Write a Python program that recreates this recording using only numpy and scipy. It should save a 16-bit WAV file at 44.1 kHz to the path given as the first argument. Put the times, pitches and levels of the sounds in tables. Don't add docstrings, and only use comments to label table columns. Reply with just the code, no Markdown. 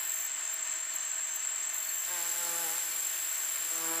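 import sys
import numpy as np
from scipy import signal
from scipy.fft import rfft, irfft
from scipy.io import wavfile
from scipy.ndimage import uniform_filter1d

SR = 44100
rng = np.random.default_rng(int(sys.argv[2]) if len(sys.argv) > 2 else 0)


def pcm_store(signal):
    levels = np.round(np.clip(np.atleast_2d(signal), -1, 1) * 32767)
    wavfile.write(sys.argv[1], SR, levels.astype(np.int16).T)


N = 176400
T = np.arange(N) / SR
HZ = np.fft.rfftfreq(N, 1 / SR)

# time in seconds, beats per second.
WINGBEAT = [(2.02, 161), (2.07, 171.5), (2.114, 180.7), (2.21, 170.1), (2.32, 170.6), (2.39, 174.3),
            (2.52, 169.3), (2.6, 169.7), (2.68, 161.8), (2.8, 173.4), (2.87, 164.8), (3.04, 167.9),
            (3.3, 165.8), (3.69, 167.1), (3.85, 164.5), (3.93, 163.8), (4, 165.2)]
def bumblebee():
    beat_hz = curve(WINGBEAT) * (1 + .007 * drift(rate=50.5))
    cycles = np.cumsum(beat_hz) / SR
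    return wing_buzz(cycles) + wing_hiss(cycles) + wing_snaps(cycles)


# time in seconds, level in dB.
BUZZ_LEVEL = [(2.03, -75), (2.07, -56), (2.11, -45.5), (2.22, -46.5), (2.33, -52.5), (2.42, -47),
              (2.6, -44), (2.7, -46), (2.76, -47.5), (2.81, -56), (2.98, -56), (3.15, -64), (3.45, -65),
              (3.65, -60), (3.72, -52.5), (3.83, -45), (3.92, -41), (4, -42.5)]
# multiple, then relative dB at take-off, flying off and coming back.
OVERTONES = [(1, -19, -16, -14), (2, -9, -9.5, 0), (3, -7, -4.5, -1), (4, -4, -9, -5), (5, 0, 0, -3.5),
             (6, -2, -9, -3.5), (7, -9, -7, -3), (8, -7, -6, -5), (9, -1, -4, -7), (10, -8, -11, -8),
             (11, -6, -10, -10), (12, -8, -13, -13), (13, -7, -15, -15), (14, -10, -14, -13)]
HEADING_S = [2.2, 2.42, 3.0, 3.7]
def wing_buzz(cycles):
    tone, power = 0, 0
    for k, (_, start_db, away_db, back_db) in enumerate(OVERTONES, 1):
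        gain = amp(np.interp(T, HEADING_S, [start_db, away_db, away_db, back_db]))
        wander_db = np.interp(k, [1, len(OVERTONES)], [1.5, 3.6]) * drift(rate=17)
        tone += gain * amp(wander_db) * np.sin(2 * np.pi * (k * cycles + rng.random()))
        power += gain ** 2 / 2
    airborne = T > BUZZ_LEVEL[0][0]
    return tone / np.sqrt(power) * amp(curve(BUZZ_LEVEL)) * airborne * pan(left_db=-1.55)


# time in seconds, level in dB.
HISS_LEVEL = [(1.98, -70), (2.05, -45), (2.2, -44), (2.33, -43), (2.45, -42), (2.68, -43), (2.8, -43),
              (3.0, -45), (3.25, -46.5), (3.7, -45), (3.92, -43), (4, -44)]
# frequency in Hz, relative level in dB.
HISS_COLOUR = [(20, -29), (300, -16), (1200, -8), (2500, 0), (4000, 0.5), (6000, 0.5), (8500, 2.5),
               (10500, 2.5), (12500, -16.5), (15500, -25)]
# frequency in Hz, likeness from 0 to 1.
LIKENESS = [(30, .97), (500, .94), (900, .97), (1400, .997), (1900, .9999), (3200, .9999), (4000, .98),
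            (5500, .9), (8500, .75), (10500, .35), (13000, .1)]
def wing_hiss(cycles):
    puffs = strokes(cycles, width=.094, back=1, lag=.61, bed=1)
    return noise(amp(spectrum(HISS_COLOUR)), spectrum(LIKENESS), puffs) * amp(curve(HISS_LEVEL))


# time in seconds, level in dB.
SNAP_LEVEL = [(2.0, -75), (2.15, -49), (2.45, -45.5), (2.56, -41.5), (2.7, -39), (2.78, -46), (3.2, -47),
              (3.75, -48.5), (3.92, -42), (4, -46)]
def wing_snaps(cycles):
    treble = noise(bell(HZ, 11600, width=1700), alike=.21)
    snaps = strokes(cycles, width=.13, back=.3, lag=.48, bed=.11)
    return treble * snaps * amp(curve(SNAP_LEVEL)) * pan(left_db=2.5)


# frequency in Hz, relative level in dB.
TRILL_COLOUR = [(5000, -100), (6500, -31), (6950, -17), (7250, -3), (7340, -8), (7430, -1), (7530, 1),
                (7650, 2), (7760, -12), (7880, -39), (8050, -17), (8500, -37), (9000, -100)]
# pitch in Hz, level in dB.
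CRICKET_NOTES = [(7425, -47), (7642, -44.5)]
def crickets(trill_hz=45.1):
    cycles = np.cumsum(trill_hz * (1 + .0022 * drift(rate=2))) / SR
    pulses = strokes(cycles, width=.083, back=.43, lag=.28, bed=1)
    chorus = noise(amp(spectrum(TRILL_COLOUR)), alike=.79, pulse=pulses)
    chorus *= amp(-37 + .02 * drift(rate=17))
    notes = pulses * sum(amp(db) * wavering(hz, waver_hz=24) for hz, db in CRICKET_NOTES)
    return (chorus + notes) * pan(left_db=1.8)


# middle of the chirp in seconds, level in dB.
CHIRPS = [(.2, -47), (.47, -50), (.73, -49), (1.04, -47.5), (1.34, -46.5), (1.7, -47.5), (1.97, -48),
          (2.25, -50), (2.53, -49), (2.8, -49.5), (3.1, -48), (3.42, -48), (3.76, -48)]
def far_cricket():
    level = sum(amp(db) * bell(T, s, width=.09) for s, db in CHIRPS)
    return noise(bell(HZ, 6370, width=160), alike=.66) * level * pan(left_db=.6)


# start and end in seconds, level in dB, steady share between scrapes.
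KATYDID_BUZZES = [(-.1, 0.271, -36.5, 1), (1.08, 1.73, -51.5, .05), (1.732, 4.1, -36.5, 0.79)]
# time in seconds, peak level in dB.
KATYDID_TICKS = [(.54, -33), (.958, -33), (1.363, -33.5)]
# frequency in Hz, relative level in dB.
KATYDID_COLOUR = [(6000, -100), (8500, -30), (9600, -16), (10400, -9), (10800, -5), (11050, -8),
                  (11300, -2), (11550, -9), (11850, 1), (12150, -4), (12450, 2), (12700, -4), (13100, -4),
                  (13550, 1), (13950, -6), (14400, 0), (14750, 1), (15100, -1), (15400, 0)]
def katydids(stroke_hz=46.7, tick_s=.0057, lead_s=.017):
    level = 0
    for start, end, db, bed in KATYDID_BUZZES:
        gate = uniform_filter1d(1. * ((T > start) & (T < end)), size=150)
        level += amp(db) * gate * strokes(T * stroke_hz, width=.075, back=.37, lag=.37, bed=bed)
    for s, db in KATYDID_TICKS:
        opening = amp(-4) * bell(T, s - lead_s, tick_s / 3)
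        level += amp(db) * (opening + bell(T, s, tick_s))
    return noise(amp(spectrum(KATYDID_COLOUR)), alike=.24) * level * pan(left_db=2.5)


# time in seconds, peak level in dB, pitch in Hz.
PIPS = [(.838, -52.5, 4330), (.932, -48.5, 4340), (1.84, -48.5, 4340), (1.893, -45, 4360),
        (2.472, -47.5, 4330), (2.926, -45.5, 4350), (3.351, -49.5, 4330), (3.41, -52, 4410)]
def far_bird(fall_hz_per_s=6200):
    pips = 0
    for s, db, hz in PIPS:
        cycles = (T - s) * (hz - fall_hz_per_s * (T - s) / 2)
        pips += amp(db) * bell(T, s, width=.01) * np.sin(2 * np.pi * cycles)
    return pips


# frequency in Hz, relative level in dB.
WASH_COLOUR = [(20, -37), (60, -35), (100, -28), (170, -25), (260, -15), (300, -18), (350, -6),
               (400, -18.5), (520, -13.5), (650, -8), (760, -7), (1050, -1), (1300, -1.5), (1570, 3),
               (1680, -0.5), (1800, 6), (1950, -2.5), (2080, 2), (2220, -1.5), (2700, -1.5), (3100, -3.5),
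               (3600, -5), (4500, -6.5), (5700, -7.5), (9000, -10.5), (11500, -12), (15000, -5.5)]
def meadow_air():
    alike = spectrum(LIKENESS)
    wash = noise(amp(spectrum(WASH_COLOUR)), alike) * amp(-43 + .45 * drift(rate=9.6))
    rumble = amp(-92) * noise(bell(HZ, 0, width=75), alike)
    return wash + rumble


# pitch in Hz, level in dB.
MACHINE_HUM = [(120, -85.5), (295, -79), (646, -64)]
CAMERA_WHINE = [(1814, -59), (2051, -63), (2342, -61.5), (2638, -63.5), (2697, -63.5), (2988, -63),
                (3047, -60.5), (3397, -70), (3515, -64), (4102, -63)]
def hum_and_whine():
    return sum(amp(db + 1.5 * drift(rate=13)) * wavering(hz, waver_hz=2.5)
               for hz, db in MACHINE_HUM + CAMERA_WHINE)


def strokes(cycles, width, back, lag, bed):
    main, second = (bell((cycles - shift) % 1, .45, width) for shift in (0, lag))
    return unit(bed + main + back * second)


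def noise(gain, alike, pulse=1):
    mid, side = rfft(rng.standard_normal((2, N)) * pulse)
    mid, side = mid * np.sqrt(1 + alike), side * np.sqrt(1 - alike)
    return unit(irfft(np.array([mid + side, mid - side]) * gain, N))


def wavering(hz, waver_hz):
    cycles = np.cumsum(hz + waver_hz * drift(rate=14.6)) / SR
    return np.sqrt(2) * np.sin(2 * np.pi * (cycles + rng.random()))


def drift(rate):
    return unit(irfft(rfft(rng.standard_normal(N)) * bell(HZ, 0, rate), N))


def curve(points):
    return np.interp(T, *np.transpose(points))


def spectrum(points):
    hz, value = np.transpose(points)
    return np.interp(np.log(HZ + 1), np.log(hz + 1), value)


def bell(x, centre, width):
    return np.exp(-.5 * ((x - centre) / width) ** 2)


def pan(left_db):
    return amp(np.array([[left_db], [-left_db]]) / 2)


def amp(db):
    return 10 ** (np.asarray(db) / 20)


def unit(x):
    return x / np.sqrt(np.mean(x ** 2) + 1e-20)


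def scene():
    insects = bumblebee() + crickets() + far_cricket() + katydids()
    return insects + far_bird() + meadow_air() + hum_and_whine()


def record(dry):
    lowpass = signal.firwin(1023, cutoff=15380, window=("kaiser", 9), fs=SR)
    return signal.oaconvolve(dry, lowpass[None], "same")


dry = scene()
out = record(dry)
pcm_store(out)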